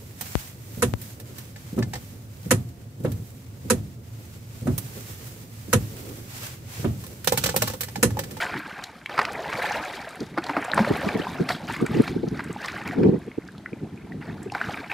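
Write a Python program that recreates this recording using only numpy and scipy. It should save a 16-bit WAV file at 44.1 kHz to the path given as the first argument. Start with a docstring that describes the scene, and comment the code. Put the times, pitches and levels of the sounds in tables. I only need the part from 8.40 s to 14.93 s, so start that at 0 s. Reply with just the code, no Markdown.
"""Bailing a muddy pool

A plastic bucket scoops and pours shallow water outdoors. Each scoop or pour is a swarm of ringing bubbles
and spray that swells, holds and settles; slaps, ticks of spatter and single plinks stand out of it.
Puffs of wind thud on the microphone, over the faint hiss of an open field."""
import sys
import numpy as np
from scipy import signal
from scipy.fft import rfft, irfft, next_fast_len
from scipy.io import wavfile
from scipy.ndimage import map_coordinates

SR = 44100
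rng = np.random.default_rng(int(sys.argv[2]) if len(sys.argv) > 2 else 0)


def store_pcm(level_fs):
    """Save levels as 16-bit WAV."""
    pcm = np.round(np.clip(level_fs, -1, 1) * 32767).astype(np.int16)
    wavfile.write(sys.argv[1], SR, np.atleast_2d(pcm).T)


N = 288079
LEAD_SAMPLES = 512  # the faint lead-in to a slap or tick

# tone of the difference between left and right in the rumble and thuds: (frequency [Hz], level [dB])
LOW_SIDE_TONE = [(30, -46), (120, -19), (200, 1), (420, 4.5), (550, -12), (780, -15.5), (1600, -39)]


def amp(db):
    """Turn decibels into a number to multiply by."""
    return 10 ** (np.asarray(db) / 20)


def unit(x):
    """Scale a sound to an average power of 1."""
    return x / np.sqrt(np.mean(x ** 2) + 1e-20)


def along(points, hz):
    """Read between (frequency, value) points, with octaves evenly spaced."""
    freqs, values = np.transpose(points)
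    return np.interp(np.log(hz + 1), np.log(freqs + 1), values)


def wobble(rate):
    """A smooth curve through `rate` random values a second."""
    values = rng.standard_normal(int(N * rate / SR) + 4)
    return map_coordinates(values, [np.arange(N) * rate / SR])


def filtered(x, response):
    """Multiply each frequency in a sound by response(frequency)."""
    n = x.shape[-1]
    padded = next_fast_len(n + 4096, real=True)
    hz = np.fft.rfftfreq(padded, 1 / SR)
    return irfft(rfft(x, padded) * response(hz), padded)[..., :n]


def coloured(x, tone):
    """Shape a sound with a tone table, fading out the treble above its last point."""
    return filtered(x, lambda hz: amp(along(tone, hz)) / (1 + (hz / (2 * tone[-1][0])) ** 2))


def held(sound, db, length_s):
    """Give a sound the energy of a steady one of this level and length."""
    return amp(db) * unit(sound) * np.sqrt(length_s * SR / len(sound))


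def add(track, s, sound):
    """Mix a sound into a track at s seconds."""
    start = max(round(s * SR), 0)
    part = track[..., start:start + sound.shape[-1]]
    part += sound[..., :part.shape[-1]]


def field():
    """The faint, even hiss of open grassland."""
    # tone of the field: (frequency [Hz], level [dB])
    tone = [(18, -42), (30, -3), (163, -4), (2130, -12.5), (2840, -17), (9890, -32), (13200, -37),
            (15000, -62)]
    return amp(-59) * unit(coloured(rng.standard_normal(N), tone))


def low_rumble():
    """Low rumble: wind on the microphone, and the bucket's deep slosh near 0.85 s."""
    # strength of the rumble: (time [s], relative level [dB])
    strength = [(0.0, -45), (0.54, -57.5), (0.85, -44.5), (1.73, -51), (2.3, -43.5), (2.54, -35),
                (3.25, -40), (3.9, -34), (4.25, -44.5), (4.64, -32), (4.98, -47.5), (5.84, -37),
                (6.53, -47.5)]
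    # tone of the rumble: (frequency [Hz], level [dB])
    tone = [(20, -43), (65, -4.5), (140, 1.5), (220, 3), (330, -2), (460, -10), (560, -40), (1200, -38.5)]
    db = np.interp(np.arange(N) / SR, *np.transpose(strength))
    # mid is what left and right share, side is how they differ
    mid, side = rng.standard_normal((2, N)) * amp(4.6 * wobble(45))
    side_db = -20 + 0.8 * (db - db.mean())  # a louder rumble sounds wider
    mid = unit(coloured(mid, tone))
    side = amp(side_db) * unit(coloured(side, LOW_SIDE_TONE))
    return amp(db + 2.5) * np.array([mid, side])


def gusts():
    """Puffs of wind break into uneven swirls that thud on the microphone. Gives mid and side."""
    # puffs of wind: (time [s], level [dB], length [s])
    puffs = [(0.158, -30, 0.018), (1.82, -28, 0.028), (2.513, -13, 0.0064), (2.671, -19, 0.0078),
             (2.758, -23, 0.023), (2.8, -19.5, 0.0048), (3.014, -18, 0.017), (3.432, -16.5, 0.015),
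             (3.571, -19.5, 0.032), (3.602, -11, 0.015), (3.77, -20.5, 0.0096), (3.838, -20.5, 0.01),
             (3.878, -23.5, 0.013), (4.105, -28, 0.0093), (4.586, -20.5, 0.014), (4.649, -12.5, 0.044),
             (4.69, -14.5, 0.012), (4.74, -18.5, 0.024), (4.883, -28, 0.0063), (4.984, -19.5, 0.0047),
             (5.333, -28, 0.011), (5.436, -29, 0.019), (6.069, -27, 0.0074)]
    # tone of a thud: (frequency [Hz], level [dB])
    tone = [(20, -27), (65, -24.5), (130, -2.5), (230, -1.5), (460, -4.5), (570, -24), (900, -30),
            (1600, -56)]
    swirls_per_s, swirl_db = 70.1, 3.5
    pair = np.zeros((2, N))
    t = np.arange(-SR // 7, SR // 7) / SR
    for s, db, length_s in puffs:
        swirls = map_coordinates(rng.standard_normal(len(t)), [(t - t[0]) * swirls_per_s])
        shape = amp(swirl_db * swirls) / np.cosh(2 * t / length_s)
        mid, side = rng.standard_normal((2, len(t))) * shape
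        side_db = min(-4.5 + 1.6 * (db + 22), -5.5)  # harder puffs sound wider
        mid = held(coloured(mid, tone), db, length_s)
        side = held(coloured(side, LOW_SIDE_TONE), db + side_db, length_s)
        add(pair, s + t[0], np.array([mid, side]))
    return pair


def burst(hz, length_s, sharpness):
    """A short rush of noise around one pitch, with a faint, soft lead-in just before the hit."""
    t = np.arange(-LEAD_SAMPLES, SR // 10) / SR
    rise = 1 - np.exp(-np.maximum(t, 0) / (0.19 * length_s))
    shape = np.exp(-abs(t) / (1.38 * length_s)) * (0.18 + rise)
    noise = shape * rng.standard_normal(len(t))
    return filtered(noise, lambda f: 1j * f * hz / (sharpness * (hz * hz - f * f) + 1j * f * hz))


def spatter():
    """Spatter ticks on the bucket: very brief and bright, with no ring."""
    # ticks: (time [s], relative level [dB], pitch [Hz])
    ticks = [(.03, -20.5, 7000), (0.439, -11, 3920), (.66, -13.5, 2710), (0.816, -19, 5400),
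             (0.852, -14.5, 4870), (1.804, -18, 4500), (2.04, -15, 3570), (2.066, -17, 4270),
             (2.248, -21.5, 7450), (2.344, -14, 8850), (3.09, -8, 4440), (3.413, -28, 9000),
             (3.463, -18.5, 8050), (3.62, -24, 9320), (3.679, -22.5, 4600), (3.885, -23, 4760),
             (4.041, -25.5, 8700), (4.128, -23.5, 7780), (4.259, -16, 5170), (4.476, -21.5, 4760),
             (5.077, -31, 4600), (5.18, -28, 3700), (6.03, -25.5, 7560), (6.12, -20.5, 4870)]
    length_s = 0.0019
    track = np.zeros(N)
    for s, db, hz in ticks:
        tick = burst(hz, length_s, sharpness=4.5)
        tick = filtered(tick, lambda f: 1 / (1 + (f / 12500) ** 4))
        add(track, s - LEAD_SAMPLES / SR, held(tick, db - 16, length_s))
    return track


def slaps():
    """Each slap squeezes out trapped air: a ragged burst, deeper and longer for a bigger pocket."""
    # water hitting the bucket and the pool: (time [s], level [dB], pitch [Hz])
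    hits = [(.14, -25, 1360), (.389, -31, 950), (.695, -28, 1530), (.778, -16, 1350), (.79, -13, 1360),
            (.796, -17, 1450), (0.815, -19, 1780), (.851, -19, 2300), (1.127, -24, 1465),
            (1.975, -19.5, 905), (1.982, -21, 1090), (2.094, -19.5, 980), (2.166, -18, 740),
            (2.376, -12, 840), (2.39, -15, 745), (2.446, -21, 1330), (2.688, -20, 1910),
            (3.089, -19.5, 2040), (3.105, -20.5, 1500), (3.464, -24.5, 1860), (3.678, -23.5, 2280),
            (3.993, -24.5, 1100), (4.004, -27, 1480), (4.246, -24, 1480), (4.283, -22.5, 2160),
            (4.364, -30, 1280), (4.415, -30.5, 2040), (4.633, -30, 1500), (6.149, -19.5, 1360),
            (6.373, -28.5, 1700)]
    # tone of a slap: (frequency [Hz], level [dB])
    tone = [(150, 16), (450, 0.5), (1500, -2.5), (2400, -4), (3000, -14), (4900, -10), (6200, -22),
            (12000, -18.5), (15800, -35)]
    cycles = 4.04
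    track = np.zeros(N)
    for s, db, hz in hits:
        length_s = cycles / hz
        slap = coloured(burst(hz, length_s, sharpness=1.8), tone)
        # a small pocket gives off little sound below its pitch
        slap = filtered(slap, lambda f: 1j * f / (1j * f + 0.23 * hz))
        add(track, s - LEAD_SAMPLES / SR, held(slap, db, length_s))
    return track


def single_bubbles(glide=0.039):
    """Trapped bubbles ring and rise a little in pitch: hard pops end at once, gentle plinks ring on."""
    # bubbles, from high plinks to deep glugs: (time [s], level [dB], pitch [Hz])
    pops = [(0.175, -26.5, 285), (.66, -10.5, 2150), (.791, -5, 1014), (.992, -21, 626),
            (1.058, -17.5, 855), (1.242, -13, 796), (1.309, -15.5, 790), (1.672, -28.5, 628),
            (1.98, -14, 318), (2.096, -23, 274), (2.167, -8, 1330), (2.173, -18, 274), (2.282, -17, 700),
            (2.317, -12, 3780), (2.335, -6, 1610), (2.402, -7.5, 203.5), (2.474, -13, 554),
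            (2.869, -18.5, 950), (3.102, -14.5, 662), (4.162, -23.5, 815), (4.511, -21, 1810),
            (4.916, -32.5, 2100), (5.087, -32, 1550), (5.26, -20, 1860), (5.259, -26, 1390),
            (5.331, -29.5, 2300), (5.721, -27, 1840), (5.824, -32, 1880), (5.898, -30, 1750),
            (6.1, -28, 2540), (6.121, -23, 780), (6.154, -17.5, 770), (6.214, -10.5, 1470),
            (6.24, -28, 2780), (6.242, -22, 1540), (6.294, -20.5, 754), (6.343, -17.5, 2250),
            (6.443, -28, 2190), (6.501, -22, 2450), (6.516, -9, 2360)]
    track = np.zeros(N)
    t = np.arange(SR // 12) / SR
    for s, db, hz in pops:
        fade_cycles = 2.14 * amp(-0.25 * db)
        age = t * hz / fade_cycles
        shape = np.exp(-age) * (1 - np.exp(-t * hz / 0.49))
        ring = np.sin(2 * np.pi * hz * t * (1 + glide * age / 2))
        # the heaving surface makes the ring unsteady
        heave = 1 + 0.25 * map_coordinates(rng.standard_normal(len(t)), [t * hz / 2])
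        add(track, s, amp(db) * shape * ring * heave)
    return track


def swarm(count, low_hz, high_hz, cycles, spread_db, samples, glide=0.039):
    """Bubbles at random times: fading tones whose pitch climbs as they near the surface."""
    when, pitch, life, strength, polarity = rng.random((count, 5)).T[:, :, None]
    hz = low_hz * (high_hz / low_hz) ** pitch
    t = np.arange(samples) / SR
    age = t * hz / (cycles * (0.5 + life))
    wave = np.sin(2 * np.pi * hz * t * (1 + glide * np.minimum(age, 2))) * np.sign(polarity - 0.5)
    loudness = amp(-spread_db * np.log(np.maximum(strength, 0.02)))  # many soft, a few loud
    rings = loudness * wave * np.exp(-age) * (1 - t / t[-1])
    where = (when * N).astype(int) + np.arange(samples)
    return unit(np.bincount(where.ravel(), rings.ravel(), minlength=N)[:N])  # add them all up


def churn(bubbles, tone, froth_db, flutter_db):
    """Bubbles on a bed of hissing froth, arriving in uneven clumps."""
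    mix = bubbles + amp(froth_db) * rng.standard_normal(N)
    return unit(coloured(mix, tone) * amp(flutter_db * wobble(70)))


def wash_levels():
    """Gulp, splash and spray levels in dB: they swell, hold while the water is pushed, then settle."""
    # each push, scoop or pour: (start [s], hold [s], splash level [dB], settling [dB/s],
    # gulp compared with splash [dB], spray compared with splash [dB])
    washes = [(0, 0.023, -31, 180, 1.5, -9), (.05, 0.12, -35, 180, -10, -18.5),
              (.22, 0.16, -42.5, 61, -6, -14.5), (0.683, 0.41, -38, 70, 2.5, -15.5),
              (1.083, 0.27, -32.5, 39, 1, -13.5), (1.52, 0.27, -53.5, 44, -0.5, -9),
              (2.011, 0.29, -39, 30, 2.5, -16.5), (2.35, 0.28, -36, 19, 3, -10.5),
              (3.085, 0.029, -33, 450, -1.5, -3.5), (3.272, 0.069, -36, 93, -20, -14),
              (3.499, .18, -38.5, 150, -5, -12.5), (3.94, 0.075, -44.5, 18, -6, -15),
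              (4.2, 0.073, -38, 46, -2, -13.5), (4.449, 0.052, -40.5, 114, 1.5, -16),
              (5.805, 0.088, -49, 51, 2.5, -14), (6.125, 0.23, -38.5, 89, -3.5, -14.5),
              (6.496, 0.037, -36.5, 100, -5, -14.5)]
    resting_db = [[-54], [-61], [-72]]  # gulp, splash, spray: the pool is never quite still
    patter_db, patter_db_per_s = -3, 19
    power = amp(resting_db) ** 2 * np.ones(N)
    for s, hold, db, settling, gulp_db, spray_db in washes:
        age = np.maximum(np.arange(N) / SR - s, 0)
        swell = np.tanh(age / (0.11 * hold))
        after = np.maximum(age - hold, 0)
        splash = swell * amp(db - abs(settling) * after)
        power += (amp([[gulp_db], [0], [spray_db]]) * splash) ** 2
        # the longer the wash, the more spray patters back down
        patter = swell * amp(db + spray_db + patter_db - patter_db_per_s * after)
        power[2] += hold * patter ** 2
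    return 10 * np.log10(power)


def water():
    """Big air pockets gulp, small bubbles splash and plink, fine spray fizzes, droplets crackle."""
    # tone of the gulping: (frequency [Hz], level [dB])
    gulp_tone = [(100, -48), (260, -9), (600, 6.5), (830, 8.5), (1100, 0.5), (2000, -42)]
    # tone of the splashing: (frequency [Hz], level [dB])
    splash_tone = [(400, -31), (750, -7.5), (1050, -4.5), (1600, 3), (2400, 0), (2850, -5.5), (4000, -14),
                   (6500, -19)]
    # tone of the spray: (frequency [Hz], level [dB])
    spray_tone = [(1800, -19), (3000, -3.5), (3900, 0), (5100, -4.5), (6200, -10.5), (10000, -13.5),
                  (14000, -14), (15800, -38)]
    gulp_db, splash_db, spray_db = wash_levels()
    big = swarm(count=1400, low_hz=244.4, high_hz=1031, cycles=5.7, spread_db=2.5, samples=2000)
    small = swarm(count=6000, low_hz=833.4, high_hz=3114, cycles=6.8, spread_db=3, samples=900)
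    fine = swarm(count=9000, low_hz=2850, high_hz=14450, cycles=15, spread_db=3, samples=400)
    rising = swarm(count=200, low_hz=700, high_hz=3200, cycles=10, spread_db=3, samples=1400)
    stray = swarm(count=520, low_hz=3000, high_hz=11000, cycles=1.5, spread_db=4, samples=400)
    gulp = amp(gulp_db - 1.5) * churn(big, gulp_tone, froth_db=4, flutter_db=2)
    splash = amp(splash_db + 0.93) * churn(small, splash_tone, froth_db=-3, flutter_db=2.5)
    spray = amp(spray_db + 2.6) * churn(fine, spray_tone, froth_db=2.5, flutter_db=2.4)
    # drips keep the plinks going in a lull; in a strong wash, plinks and droplets merge into the rush
    plinks = amp(np.clip(splash_db, -56, -38) - 5.5) * rising
    droplets = amp(np.minimum(spray_db, -50) - 3.5) * stray
    return gulp + splash + plinks + spray + droplets


def outdoors(sound):
    """Pool, bank and bucket scatter a brief echo, and thrown water fans out wide. 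Gives mid and side."""
    # stereo width: (frequency [Hz], side compared with mid [dB])
    width = [(400, -47), (1000, -50), (2400, -23), (4400, -20.5), (8000, -13), (15000, -9)]
    # bucketfuls landing off to the side: (time [s])
    throws = [1.4, 2.75]
    echo_s, throw_s, widen_db = 0.21, 0.37, 10.5
    t = np.arange(SR // 6) / SR
    echo = rng.standard_normal(len(t)) * amp(-60 * t / echo_s) * (t > 0.003)
    mid = sound + amp(-12.5) * signal.fftconvolve(sound, echo / np.linalg.norm(echo))[:N]
    fan_db = widen_db * sum(np.exp(-((np.arange(N) / SR - s) / throw_s) ** 2) for s in throws)
    side = mid * amp(fan_db) * unit(wobble(500))
    return np.array([mid, filtered(side, lambda hz: amp(along(width, hz)))])


def scene():
    """Water a few steps ahead and wind right at the microphone, mixed to left and right."""
    bailing = water() + slaps() + spatter() + single_bubbles()
    mid, side = outdoors(bailing + field()) + low_rumble() + gusts()
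    return np.array([mid + side, mid - side])


def record(dry):
    """The microphone adds a faint, dull hiss and loses the very highest treble."""
    hiss_db, dull_hz, top_hz = -61.5, 3020, 15800
    noise = rng.standard_normal((2, N))
    hiss = unit(filtered(noise, lambda hz: 1 / (1 + hz / dull_hz) / (1 + (hz / 14000) ** 20)))
    return filtered(dry + amp(hiss_db) * hiss, lambda hz: hz < top_hz)


dry = scene()
out = record(dry)
store_pcm(out)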